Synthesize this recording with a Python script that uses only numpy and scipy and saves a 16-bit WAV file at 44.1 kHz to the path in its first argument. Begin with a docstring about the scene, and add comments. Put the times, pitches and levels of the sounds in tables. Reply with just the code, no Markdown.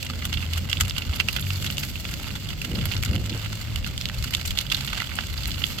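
"""Grass fire in an open field

Dry stems burst in sharp pops: click and splinter showers, rung by a peak filter and tilted in spectrum.
Dense crackle, fine sizzle, hissing tufts and a dark rustle are streams of ticks, coloured by two ports.
Flame roar, wind, buffets, a gust and the field's hush are shaped noise.
A far engine speeds up as a few sine orders; a faint low sine drone sinks away at the start."""
import sys
import numpy as np
from scipy import signal
from scipy.fft import rfft, irfft
from scipy.io import wavfile
from scipy.ndimage import uniform_filter1d, map_coordinates

SR = 44100
rng = np.random.default_rng(int(sys.argv[2]) if len(sys.argv) > 2 else 0)


def dump_mix(stems):
    """Bounce the given channels to the path in sys.argv[1] as a 16-bit WAV at rate SR."""
    frames = np.atleast_2d(stems).T  # one column per channel
    limited = np.clip(frames, -1, 1)  # hard clip at full scale
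    pcm = np.round(limited * 32767).astype(np.int16)
    wavfile.write(sys.argv[1], SR, pcm)


N = 255780
TIME_S = np.arange(N) / SR

# near stems: break t/s, relative crack peak/dB, target knock/dB, target body/dB, target snap/dB,
# ring f/Hz, splinter decay/s, left minus right/dB
NEAR_STEMS = [(0.1, -21, -36.5, -37, -46, 1150, 0.0021, -7), (0.2232, -32, -37, -38, -56, 2060, 0.0029, -3),
              (0.2454, -22, -46, -41, -51, 3100, 0.001, -7),
              (0.2537, -10.5, -36, -33.5, -39, 3480, 0.0026, -5),
              (0.3286, -19, -36.5, -31.5, -41.5, 2840.0, 0.0028, -3),
              (0.3394, -24, -39.5, -30.5, -40, 3330, 0.0013, -15),
              (0.373, -15, -41, -29, -64, 2850, 0.00064, -10),
              (0.4262, -26, -36.5, -38.5, -47, 2780, 0.0045, -8),
              (0.5345, -15, -46, -31, -36, 2955, 0.0046, -8),
              (0.5773, -29, -37, -35, -35, 3150, 0.0071, -6),
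              (0.6983, -26, -52, -29.5, -39, 2840, 0.0038, -7),
              (0.7157, -22, -42, -32, -45, 3060, 0.0014, -7),
              (0.7298, -3, -34, -23.5, -37, 2870, 0.00078, -9),
              (0.8024, -24, -33, -38, -32.5, 7410.0, 0.0019, -7),
              (0.8093, -8, -25, -25.5, -22.5, 3270, 0.0029, -4),
              (0.8525, -26, -53, -34.5, -42, 2740, 0.00074, -8),
              (0.8974, -1, -51, -34, -34, 5340.0, 0.0023, -5),
              (0.9091, -10, -44, -29, -62, 2655, 0.00048, -6),
              (0.9504, -18, -55, -47, -55, 3000, 0.0012, -6),
              (0.9641, -16, -46, -35, -59, 2800, 0.0027, -13),
              (0.9823, -8, -34.5, -29.5, -33.5, 2960, 0.0018, -8),
              (1.0209, -22, -44, -34, -63, 2750, 0.0011, -5),
              (1.1349, -17, -40, -35.0, -64, 3360, 0.002, -7),
              (1.1608, -29, -48, -42, -33.5, 5120.0, 0.00083, -11),
              (1.2011, -6.5, -28, -22.5, -35, 2650, 0.0012, -10),
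              (1.2074, -14, -30.5, -32, -38, 2800, 0.00096, -12),
              (1.2866, -6.5, -29.5, -27, -36, 2580, 0.0013, -8),
              (1.2926, -14, -45, -35, -48, 2570, 0.00035, -16),
              (1.312, -21, -55, -47, -39, 4700, 0.0012, -9),
              (1.3643, -12.5, -30, -29.5, -33, 3270, 0.004, -10),
              (1.3863, -18, -37.5, -39, -62, 1443, 0.0025, -5),
              (1.411, -24, -53, -59, -33, 7000, 0.00086, -11),
              (1.4683, -20, -41, -40.5, -60, 2580.0, 0.0012, -10),
              (1.5052, -9, -35.5, -32, -45, 2570, 0.0011, -8),
              (1.5343, -30, -49, -41, -42, 4780, 0.0009, -9),
              (1.5584, -30, -49, -35.5, -45, 4340, 0.0021, -2),
              (1.6249, -18, -43, -37, -39, 3060.0, 0.0025, -5),
              (1.6446, -19, -36, -35, -35, 2940, 0.00089, -8.5),
              (1.6646, -11.5, -40, -31.5, -38, 3300, 0.0027, -4),
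              (1.6739, -17, -43, -34.5, -54, 3895, 0.001, -6),
              (1.7024, -9, -40, -31, -46, 2990.0, 0.00075, -5),
              (1.7704, -15, -52, -35, -44, 2840, 0.001, -4),
              (1.7822, -2, -38, -29.5, -36, 2970.0, 0.0013, -4),
              (1.8346, -21, -36.5, -33, -43, 2170, 0.0017, -4),
              (1.9567, -19, -42, -36.5, -49, 2698, 0.0012, -5),
              (2.0526, -13, -39, -31.5, -56, 2834, 0.0014, -7),
              (2.0904, -16, -42, -40, -54, 3520, 0.0011, -5),
              (2.1131, -23, -58, -41, -42, 2970, 0.00065, -3),
              (2.1399, -11, -44, -37.5, -39, 6145, 0.0042, -7),
              (2.355, -30, -38, -39, -43, 3360, 0.0022, -6), (2.4887, -26, -46, -36, -41, 3317, 0.0021, -9),
              (2.5048, -21, -45, -38, -46, 3130, 0.00086, -7),
              (2.6172, -23, -43, -32, -41, 2600, 0.0011, -9.0),
              (2.6474, -29, -37, -34.5, -38, 3030, 0.0041, -8),
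              (2.7161, -26, -39.5, -40, -47, 2862, 0.001, -9),
              (2.7892, -21, -47, -36, -51, 2710, 0.001, -7),
              (2.8139, -17, -46, -35, -47, 3100, 0.00081, -11),
              (2.8563, -4.5, -32.5, -35.5, -28, 3200, 0.0032, -15),
              (2.9155, -11, -40, -32, -55, 4026, 0.0006, -8),
              (2.9204, -20, -39, -31, -39, 2540, 0.0047, -11),
              (2.9311, -17, -53, -40, -46, 3490, 0.001, -6),
              (2.9375, -11, -39, -34.0, -48, 2820, 0.00069, -6),
              (3.0275, -12, -45, -37, -38, 3320, 0.0007, -11),
              (3.0357, -6, -32, -35, -35, 2290, 0.0005, -9), (3.0601, -14, -38, -37, -39, 3940, 0.0019, -7),
              (3.1123, -12, -43, -45, -45, 4500, 0.00098, -9),
              (3.134, -24, -45, -38, -57, 2900, 0.00081, -10),
              (3.1548, -14, -40, -42, -39, 3100, 0.0016, -11),
              (3.1616, -11, -46, -32, -46, 2974, 0.0011, -6),
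              (3.2613, -15, -54, -41, -42, 2685, 0.00096, -4),
              (3.328, -20, -55, -37, -59, 3020, 0.00099, -10),
              (3.448, -18, -46, -39.5, -45, 2887, 0.0045, -7),
              (3.461, -36, -40, -38.5, -58, 1336, 0.0015, -10),
              (3.529, -42, -40, -39.5, -44, 1000, 0.0021, -3),
              (3.6149, -22, -45, -45, -40, 4480, 0.0017, -7),
              (3.7598, -8.5, -37, -31.5, -34, 2902, 0.0021, -11.5),
              (3.8646, -20, -39, -39.5, -42, 1399, 0.0041, -7),
              (3.9786, -9, -46, -34, -37, 3167, 0.0013, -8.5),
              (4.0127, -8, -46, -34, -39.5, 5180, 0.0015, -3),
              (4.0209, -19, -55, -40.5, -50, 3450, 0.00088, -9),
              (4.0561, -3, -43, -26.5, -40, 3702, 0.00056, -8.5),
              (4.088, -10, -55, -32.5, -44, 3200, 0.00079, -11),
              (4.098, -10, -33.5, -36.5, -49, 1950, 0.0012, -9),
              (4.1855, -28, -58, -40.5, -39, 4460, 0.0023, -13),
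              (4.2256, -9, -51, -42, -41, 2625, 0.00074, -17),
              (4.2419, -24, -36.5, -36.5, -34, 5070, 0.0032, -6.5),
              (4.2776, -19, -51, -41, -47, 3010, 0.0011, -12),
              (4.3084, -14, -44, -41, -35, 4705, 0.00085, -13),
              (4.3374, -17, -34.5, -30, -35.5, 3050, 0.0021, -9),
              (4.3495, -1, -37, -24, -34, 3740, 0.00044, -4), (4.3696, -15, -59, -39, -42, 3413, 0.001, -9),
              (4.4133, -17, -46, -34.5, -41, 2287, 0.00067, -8),
              (4.4568, -21, -47, -37.5, -34, 7300, 0.0047, -7),
              (4.4785, -18, -49, -35, -36, 4034, 0.00078, -8),
              (4.508, -8, -40, -30.0, -32.5, 3140, 0.00074, -10.5),
              (4.5751, -6, -40, -31, -38, 3530, 0.0053, -11),
              (4.5815, -12, -45, -31, -37, 2970, 0.0011, -12),
              (4.5881, -3, -41, -23, -31, 3765, 0.00051, -10.5),
              (4.612, -26, -41, -34, -35, 3550, 0.0061, -8),
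              (4.6665, -23, -58, -38, -46, 3100, 0.0012, -14),
              (4.7013, -17, -57, -32, -43, 3190.0, 0.001, -7),
              (4.7197, -21, -32, -23, -35, 3700, 0.00082, -8),
              (4.7215, -6, -36, -39, -44, 3156, 0.00077, -12),
              (4.7237, -4, -37, -24.5, -34, 2930, 0.002, -10),
              (4.7469, -6.5, -39.5, -24, -33.5, 3925, 0.001, -10),
              (4.808, -30, -45, -36, -41, 4004, 0.004, -6), (4.848, -30, -44, -41, -39, 3840, 0.0019, -6),
              (4.878, -21, -40, -32.5, -41, 3780, 0.0054, -11.0),
              (4.8902, -16, -45, -39, -52, 2780, 0.001, -5), (4.9312, -18, -31, -34, -43, 3320, 0.0045, -8),
              (4.9773, -25, -36.5, -36, -43.5, 1584, 0.0038, -7.0),
              (5.0016, -37, -30.5, -36, -45, 1980, 0.0025, -9),
              (5.0204, -15, -29.5, -42, -48, 2030, 0.00095, -9),
              (5.117, -40, -35, -53, -55, 2195, 0.0023, -12),
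              (5.1879, -9, -25, -34, -49, 2900, 0.0014, -11),
              (5.2697, -19, -48, -40, -43, 3454, 0.00048, -6),
              (5.3778, -19, -54, -34, -45, 4705, 0.00049, -8),
              (5.4344, -18, -67, -35, -43, 4330, 0.0048, -7),
              (5.4567, -11, -42, -34, -42, 4090, 0.0016, -9),
              (5.5073, -13, -50, -36, -43, 3230, 0.005, -18),
              (5.5166, -16, -50, -34, -44, 4550, 0.00091, -7),
              (5.5449, -23, -59, -35, -55, 4170, 0.00069, -16),
              (5.5826, -22, -45, -41, -56, 3700, 0.002, -10),
              (5.6195, -15, -37, -35, -46, 2940, 0.0014, -13),
              (5.6401, -7, -36, -23.5, -45, 3320, 0.0042, -11),
              (5.6671, -12, -45, -40, -42, 3050, 0.0012, -3),
              (5.7855, -20, -38, -32, -41, 3220, 0.0057, -9)]
# knock, body and snap bands of a pop: low f/Hz, high f/Hz
POP_BANDS_HZ = [(1000, 2300), (2300, 5500), (5500, 15500)]
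# how hard the grass burns: t/s, relative crackle level/dB
BURN = [(0.0, -41), (0.64, -39), (0.84, -37), (1.65, -42.5), (1.87, -44), (2.31, -37), (2.42, -43),
        (3.02, -37), (3.21, -40.5), (3.96, -43), (4.82, -37.5), (5.07, -38), (5.17, -38.5), (5.8, -39)]
# far engine: t/s, mean firing f/Hz, relative level/dB
ENGINE_RUN = [(0, 85.4, -36.5), (.2, 82.3, -35.5), (.33, 80.95, -32), (.42, 80.8, -34.5), (.6, 85.16, -29),
              (.82, 90.8, -38), (1.0, 90.35, -37), (1.3, 91.25, -45), (1.45, 92.6, -27.5),
              (1.62, 95.6, -35.5), (1.72, 93, -32.5), (1.87, 92.6, -36), (2.1, 92.6, -39.5),
              (2.8, 106, -39), (3.25, 104.4, -39), (3.48, 106.4, -31), (3.8, 113.4, -42),
              (4.0, 119.4, -35.5), (4.3, 120.7, -42.5), (4.8, 131.3, -39), (5.1, 134.3, -49),
              (5.8, 140.7, -50)]
# engine orders: multiple of firing rate, relative level/dB
ENGINE_ORDERS = [(1, -1), (1.5, -13), (2, -20)]
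# sinking drone: t/s, f/Hz, level/dB
DRONE = [(0, 260.7, -49), (.15, 242.2, -45), (.27, 222.8, -45.5), (.4, 213, -44.5), (.48, 210, -72)]
# colour of the microphone ports: f/Hz, gain/dB
LEFT_PORT = [(200, -14), (800, -10.5), (1400, -4), (2100, -15), (2900, -7.5), (4000, -12), (5500, -9),
             (7600, -6.5), (8600, -14.5), (10000, -22.5), (12500, -14), (15500, -26)]
RIGHT_PORT = [(200, -19), (800, -10.5), (1400, -5), (2050, -1), (3000, 3.5), (3900, -2.5), (4700, 0.5),
              (5500, -13), (7600, -22), (9000, -36), (10300, -21), (11700, -12), (13000, -13), (15500, -28)]
# source spectra: f/Hz, relative level/dB
CRACKLE_TONE = [(300, -2), (1000, 8), (2000, 1.5), (3000, 2.5), (6000, 1.5), (15000, 6)]
SIZZLE_TONE = [(500, -36), (2000, -5.5), (5000, 0), (8000, 0.5), (11000, -4), (15000, 6.5)]
FLARE_TONE = [(1000, -16.5), (3000, -8), (6000, -2), (9000, -2.5), (12000, 4), (15500, 5.5)]
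RUSTLE_TONE = [(300, -8), (900, 4.5), (1500, -3), (3000, 4), (5000, 1), (12000, -3)]
WIND_TONE = [(15, -52), (28, -11.5), (42, -0.5), (65, 1), (85, 0.5), (110, -7), (150, -19), (400, -74)]
ROAR_TONE = [(50, -16), (90, 0), (130, 1), (200, -4), (280, -10.5), (400, -19.5), (600, -31.5), (900, -39),
             (2000, -74)]
GUST_TONE = [(60, -3), (150, 6.5), (240, 0), (350, -7), (550, -12.5), (800, -24), (2000, -64)]
FIELD_TONE = [(150, 3.5), (300, -10.5), (550, 7), (850, -4), (1500, -2.5), (3000, 0), (6000, -14.5),
              (12000, -40)]
# tufts flaring up: peak t/s, rise sigma/s, fall sigma/s, relative level/dB
FLARES = [(1.65, 0.18, 0.38, -43.5), (5.65, 0.059, 0.079, -40.5)]
# clump of thick stalks burning: peak t/s, rise sigma/s, fall sigma/s, relative level/dB
RUSTLES = [(4.97, 0.063, 0.044, -36.5), (5.159, 0.032, 0.066, -38)]
# eddies thumping the microphone: peak t/s, sigma/s, relative level/dB
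BUFFETS = [(0.226, 0.031, -36), (0.37, 0.01, -24.5), (0.828, 0.028, -24), (0.94, 0.018, -28),
           (1.098, 0.015, -21), (2.091, 0.032, -33.5), (2.735, 0.019, -27), (2.81, 0.012, -31),
           (2.867, 0.028, -26.5), (3.004, 0.033, -23.5), (3.103, 0.01, -17.5), (3.21, 0.03, -28),
           (3.787, 0.039, -27), (4.199, 0.041, -28.5), (4.513, 0.034, -29), (5.419, 0.11, -32)]
# long gust: t/s, relative strength/dB
GUST = [(2.6, -17), (2.68, -5.5), (2.73, 4), (2.77, 0), (2.82, 5), (2.92, -13), (2.98, -0.5), (3.06, -7),
        (3.11, 4), (3.2, 1.5), (3.28, -6.5), (3.33, 7.5), (3.39, -10), (3.5, -52), (3.7, -60)]

LEAD_S, GROUND_LAG_S = .004, .00143  # fibre tearing before the break; bounce off the ground
LESSER_DB, LESSER_SPREAD_DB = (-51, -46.5, -47), (1, 9.5, 8)  # knock, body, snap
SIZZLE_DB, SIZZLE_FOLLOWS = -51, 0.091  # level; share of the burn's dB changes
ROAR_DB, ROAR_FADE_DB_PER_S = -38, 0.24
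FANNED_DB_PER_GAIN = 1.5  # roar boost per unit of gust gain
GUST_DB, BREEZE_DB, FIELD_DB = -35.5, -37, -49
TOP_HZ = 16000


def undb(db):
    """Decibels to gain."""
    return 10 ** (np.asarray(db) / 20)


def rms(x):
    """Root mean square."""
    return np.sqrt(np.mean(x ** 2)) + 1e-12


def curves(table):
    """Columns of a timed table, interpolated per sample."""
    t_s, *columns = np.transpose(table)
    return [np.interp(TIME_S, t_s, column) for column in columns]


def band(x, low_hz, high_hz):
    """Causal band-pass."""
    return signal.sosfilt(signal.butter(2, [low_hz, high_hz], "band", fs=SR, output="sos"), x)


def response(points, size=512):
    """Minimum-phase impulse response through (f/Hz, dB) points, by folding the cepstrum."""
    hz, db = np.transpose(points)
    grid_hz = np.maximum(np.arange(size // 2 + 1) * SR / size, 1)
    grid_db = np.interp(np.log(grid_hz), np.log(hz), db)
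    cepstrum = irfft(np.log(undb(grid_db)))
    cepstrum[1:size // 2] *= 2
    cepstrum[size // 2 + 1:] = 0
    return irfft(np.exp(rfft(cepstrum)))


def colour(x, points, size=512):
    """Filter a stereo sound through (f/Hz, dB) points."""
    return signal.oaconvolve(x, response(points, size=size)[None], axes=1)[:, :x.shape[1]]


def walk(knots_per_s):
    """Smooth random wander of about unit spread: splined random knots."""
    knots = rng.standard_normal(512)
    return map_coordinates(knots, [TIME_S * knots_per_s], order=3, mode="wrap")


def swell(at_s, rise_s, fall_s):
    """Gaussian rise to 1 and Gaussian fall."""
    sigma_s = np.where(TIME_S < at_s, rise_s, fall_s)
    return np.exp(-((TIME_S - at_s) / sigma_s) ** 2 / 2)


def swells(table):
    """Summed gain of (t/s, rise/s, fall/s, dB) swells."""
    return sum(undb(db) * swell(at_s, rise_s, fall_s) for at_s, rise_s, fall_s, db in table)


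def ports(ground_db=-11):
    """Way to the two ports: direct sound plus ground bounce, coloured by each port."""
    direct = np.array([response(LEFT_PORT), response(RIGHT_PORT)])
    lag = int(GROUND_LAG_S * SR)
    bounce = np.pad(direct, ((0, 0), (lag, 0)))[:, :direct.shape[1]]
    return direct + undb(ground_db) * bounce


def heard(x, way):
    """Sound after its way to the two ports."""
    return signal.oaconvolve(x, way, axes=1)[:, :x.shape[1]]


def clicks(times_s, sizes, length, spread_s=.00013):
    """Clicks from scattered directions: random arrival lag between the ports."""
    out = np.zeros((2, length))
    half_lag_s = spread_s * rng.standard_normal(len(times_s)) / 2
    for channel, arrival_s in zip(out, (times_s - half_lag_s, times_s + half_lag_s)):
        at = np.clip(arrival_s * SR, 0, length - 1).astype(int)
        np.add.at(channel, at, sizes)
    return out


def crack(shade_db=-5, spread_s=.00004, size=2048):
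    """Clean break of a stem, one click; the left port faces away and gets less."""
    click = clicks(np.array([LEAD_S]), rng.choice([-1., 1.], size=1), size, spread_s)
    return undb([[shade_db], [0]]) * click


def shower(decay_s, count, size=2048):
    """Click run dying away after the break, or swelling up to it if decay_s is negative."""
    span_s = np.clip(4 * decay_s, -LEAD_S, size / SR - LEAD_S)
    times_s = rng.uniform(0, 1, count) * span_s
    sizes = rng.choice([-1, 1], count) * rng.uniform(0.089, 1, count) * np.exp(-times_s / decay_s)
    return clicks(times_s + LEAD_S, sizes / np.linalg.norm(sizes), size)


def splinters(splinter_s, tear_db, echo_db, tear_s=0.0021, echo_s=0.007):
    """Fibres tear before the break and splinter after it; the grass around scatters an echo."""
    tearing = undb(tear_db) * shower(-tear_s, count=12)
    splintering = shower(max(splinter_s, .0003), count=30)
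    echo = undb(echo_db) * shower(echo_s, count=120)
    return tearing + splintering + echo


def stem(x, ring_hz, ring_db=5, sharpness=8.3):
    """The hollow stem rings briefly: a resonant peak added to its break."""
    b, a = signal.iirpeak(np.clip(ring_hz, 700, 12000), sharpness, fs=SR)
    return x + undb(ring_db) * signal.lfilter(b, a, x)


def crackle(way, burn_db, scatter_db=8.0, most_db=13, flurry_s=.02, level_db=-5.0, kinds=48):
    """Hundreds of thin stems a second tick in flurries along the fire line, most faint, a few strong."""
    out = 0
    tufts = rng.uniform(0, N, size=700)  # each burning tuft can set off several stems
    for _ in range(kinds):
        train = np.zeros(N)
        delay = flurry_s * SR * rng.exponential(size=70)
        at = (rng.choice(tufts, size=70) + delay).astype(int) % N
        train[at] = undb(np.minimum(scatter_db * rng.standard_normal(len(at)), most_db))
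        snap = splinters(splinter_s=.0008, tear_db=0.5, echo_db=-5) + undb(4) * crack()
        tick = stem(snap, 3300 * np.exp(0.556 * rng.standard_normal()))
        out = out + signal.oaconvolve(train[None], tick / rms(tick), axes=1)[:, :N]
    out = heard(colour(out, CRACKLE_TONE), way)
    return out * undb(burn_db + level_db) / rms(band(out.mean(0), *POP_BANDS_HZ[1]))


def ticks(way, tone, scatter_db, count):
    """Many tiny clicks at random times, coloured and carried to the ports."""
    sizes = rng.choice([-1, 1], count) * undb(scatter_db * rng.standard_normal(count))
    scattered = clicks(rng.uniform(0, N / SR, count), sizes, N)
    return heard(colour(scattered, tone), way)


def fizz(way, tone, db, scatter_db, flicker_db):
    """Dense flickering ticks, levelled in the snap band."""
    out = ticks(way, tone, scatter_db, count=40000)
    return out * undb(db + flicker_db * walk(60)) / rms(band(out.mean(0), *POP_BANDS_HZ[2]))


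def sizzle(way, burn_db):
    """Fine blades and seed fluff burn in tiny ticks, slightly following the burn."""
    db = SIZZLE_DB + SIZZLE_FOLLOWS * (burn_db - burn_db.mean())
    return fizz(way, SIZZLE_TONE, db, scatter_db=4.5, flicker_db=2.5)


def turbulence(tone, db, side_db, flutter_db, flutter_rate):
    """Eddying air: coloured noise common to both ports plus opposed side noise, fluttering in level."""
    mid, side = colour(rng.standard_normal((2, N)), tone, size=8192)
    out = (mid + undb(side_db) * side * np.array([[1], [-1]])) / rms(mid)
    return out * undb(db + flutter_db * walk(flutter_rate))


def roar(gust_gain):
    """Flames roar in low noise, fading as the microphone turns away, louder when the gust fans them."""
    db = ROAR_DB - ROAR_FADE_DB_PER_S * TIME_S + FANNED_DB_PER_GAIN * gust_gain
    return turbulence(ROAR_TONE, db, side_db=-5.0, flutter_db=1.23, flutter_rate=14)


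def breeze():
    """Steady wind on the microphone as low fluttering noise."""
    return turbulence(WIND_TONE, BREEZE_DB, side_db=-5.0, flutter_db=1.5, flutter_rate=13.0)


def field():
    """Hush of the open field as quiet noise."""
    return turbulence(FIELD_TONE, FIELD_DB, side_db=-4.5, flutter_db=1.7, flutter_rate=5.3)


def engine(flutter_db=3.5):
    """Only the lowest exhaust orders carry across the field, wavering in the wind."""
    hz, db = curves(ENGINE_RUN)
    phase = 2 * np.pi * np.cumsum(hz * (1 + .005 * walk(12))) / SR
    tone = 0
    for multiple, order_db in ENGINE_ORDERS:
        tone = tone + undb(order_db + flutter_db * walk(6)) * np.sin(multiple * phase)
    return np.sqrt(2) * tone * undb(db)


def drone():
    """Faint far sine that sinks in pitch and is gone."""
    hz, db = curves(DRONE)
    tone = np.sin(2 * np.pi * np.cumsum(hz) / SR)
    return np.sqrt(2) * undb(db) * tone * (TIME_S < DRONE[-1][0])


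def placed(x, balance_db):
    """Place a stem along the fire line by its level balance between the ports."""
    left, right = (rms(band(side, 2300, 9000)) for side in x)
    return x * np.sqrt(undb(balance_db) * right / left) ** np.array([[1], [-1]])


def voiced(x, levels_db, thin_hz=600, thin_db=-9, size=620):
    """Tilt a pop towards its early knock, body and snap levels; a thin stem radiates little bass."""
    now_db = [20 * np.log10(rms(band(x.mean(0), lo, hi)[:size])) for lo, hi in POP_BANDS_HZ]
    centres_hz = np.sqrt(np.prod(POP_BANDS_HZ, axis=1))
    tilt_db = levels_db - now_db
    return colour(x, [(thin_hz, tilt_db[0] + thin_db), *zip(centres_hz, tilt_db)])


def pop(way, peak_db, knock_db, body_db, snap_db, ring_hz, splinter_s, balance_db):
    """One stem bursts: a sharp crack takes a share of the energy, a spray of splinters the rest."""
    levels_db = np.array([knock_db, body_db, snap_db])
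    ring_db = np.interp(splinter_s, [.0005, .0009], [-1.5, 4.5])  # the cleanest breaks hardly ring
    sharp = heard(stem(crack(), ring_hz, ring_db), way)
    sharp = voiced(placed(sharp, balance_db), levels_db + [0, 0, -1])
    spray = heard(stem(splinters(splinter_s, tear_db=-2.5, echo_db=0.5), ring_hz), way)
    spray = voiced(placed(spray, balance_db), levels_db)
    wanted_peak = undb(peak_db - 4.5)
    share = min((wanted_peak / abs(sharp.mean(0)).max()) ** 2, 0.8)
    return np.sqrt(share) * sharp + np.sqrt(1 - share) * spray


def lesser_stems(count=50, crest_db=14, ring_hz=3100, splinter_s=0.0018):
    """Weaker stems burst at random, each with its own colour and place; columns as NEAR_STEMS."""
    times_s = rng.random(count) * N / SR
    chance = np.clip(rng.standard_normal((count, 5)), -2, 2)
    knock_db, body_db, snap_db = (LESSER_DB + LESSER_SPREAD_DB * chance[:, :3]).T
    rings_hz = ring_hz * np.exp(0.52 * chance[:, 3])
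    balances_db = -6 + 3 * chance[:, 4]
    return np.column_stack([times_s, body_db + crest_db, knock_db, body_db, snap_db, rings_hz,
                            np.full(count, splinter_s), balances_db])


def pops(way):
    """Near and lesser stems each burst at their moment."""
    out = np.zeros((2, N + SR))
    for break_s, *settings in np.vstack([NEAR_STEMS, lesser_stems()]):
        burst = pop(way, *settings)
        start = max(int((break_s - LEAD_S) * SR), 0)
        out[:, start:start + burst.shape[1]] += burst
    return out[:, :N]


def buffets():
    """Single eddies thump the microphone: evened-out wind noise in short swells."""
    eddies = turbulence(WIND_TONE, db=0, side_db=-8, flutter_db=0, flutter_rate=1)
    strength = np.sqrt(uniform_filter1d((eddies ** 2).mean(0), size=1500))
    thumps = swells([(at_s, sigma_s, sigma_s, db) for at_s, sigma_s, db in BUFFETS])
    return eddies / strength * thumps


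def flares(way):
    """Whole tufts flare up in swells of bright hiss made of ticks."""
    return swells(FLARES) * fizz(way, FLARE_TONE, db=-3.0, scatter_db=5.0, flicker_db=3.5)


def gust(gust_gain):
    """A long gust tears at the ports: noise nearly alike in both, fluttering fast."""
    return gust_gain * turbulence(GUST_TONE, GUST_DB, side_db=-25, flutter_db=3.0, flutter_rate=50)


def rustle(way):
    """Thick stalks crumple in a clump: many dull ticks that blur together."""
    out = ticks(way, RUSTLE_TONE, scatter_db=5, count=5000)
    return out * swells(RUSTLES) / rms(out.mean(0))


def scene():
    """Fire in front, wind at the microphone, engine and drone far off in the field."""
    way = ports()
    burn_db, = curves(BURN)
    gust_gain = undb(curves(GUST)[0])
    fire = crackle(way, burn_db) + sizzle(way, burn_db) + pops(way) + flares(way) + rustle(way)
    air = roar(gust_gain) + breeze() + field() + buffets() + gust(gust_gain)
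    return fire + air + engine() + drone()


def record(dry):
    """The recorder clips at full scale, then a steep low-pass cuts the top."""
    top_cut = signal.ellip(8, .2, 70, TOP_HZ, fs=SR, output="sos")
    return signal.sosfilt(top_cut, np.clip(dry, -1, 1))


dry = scene()
out = record(dry)
dump_mix(out)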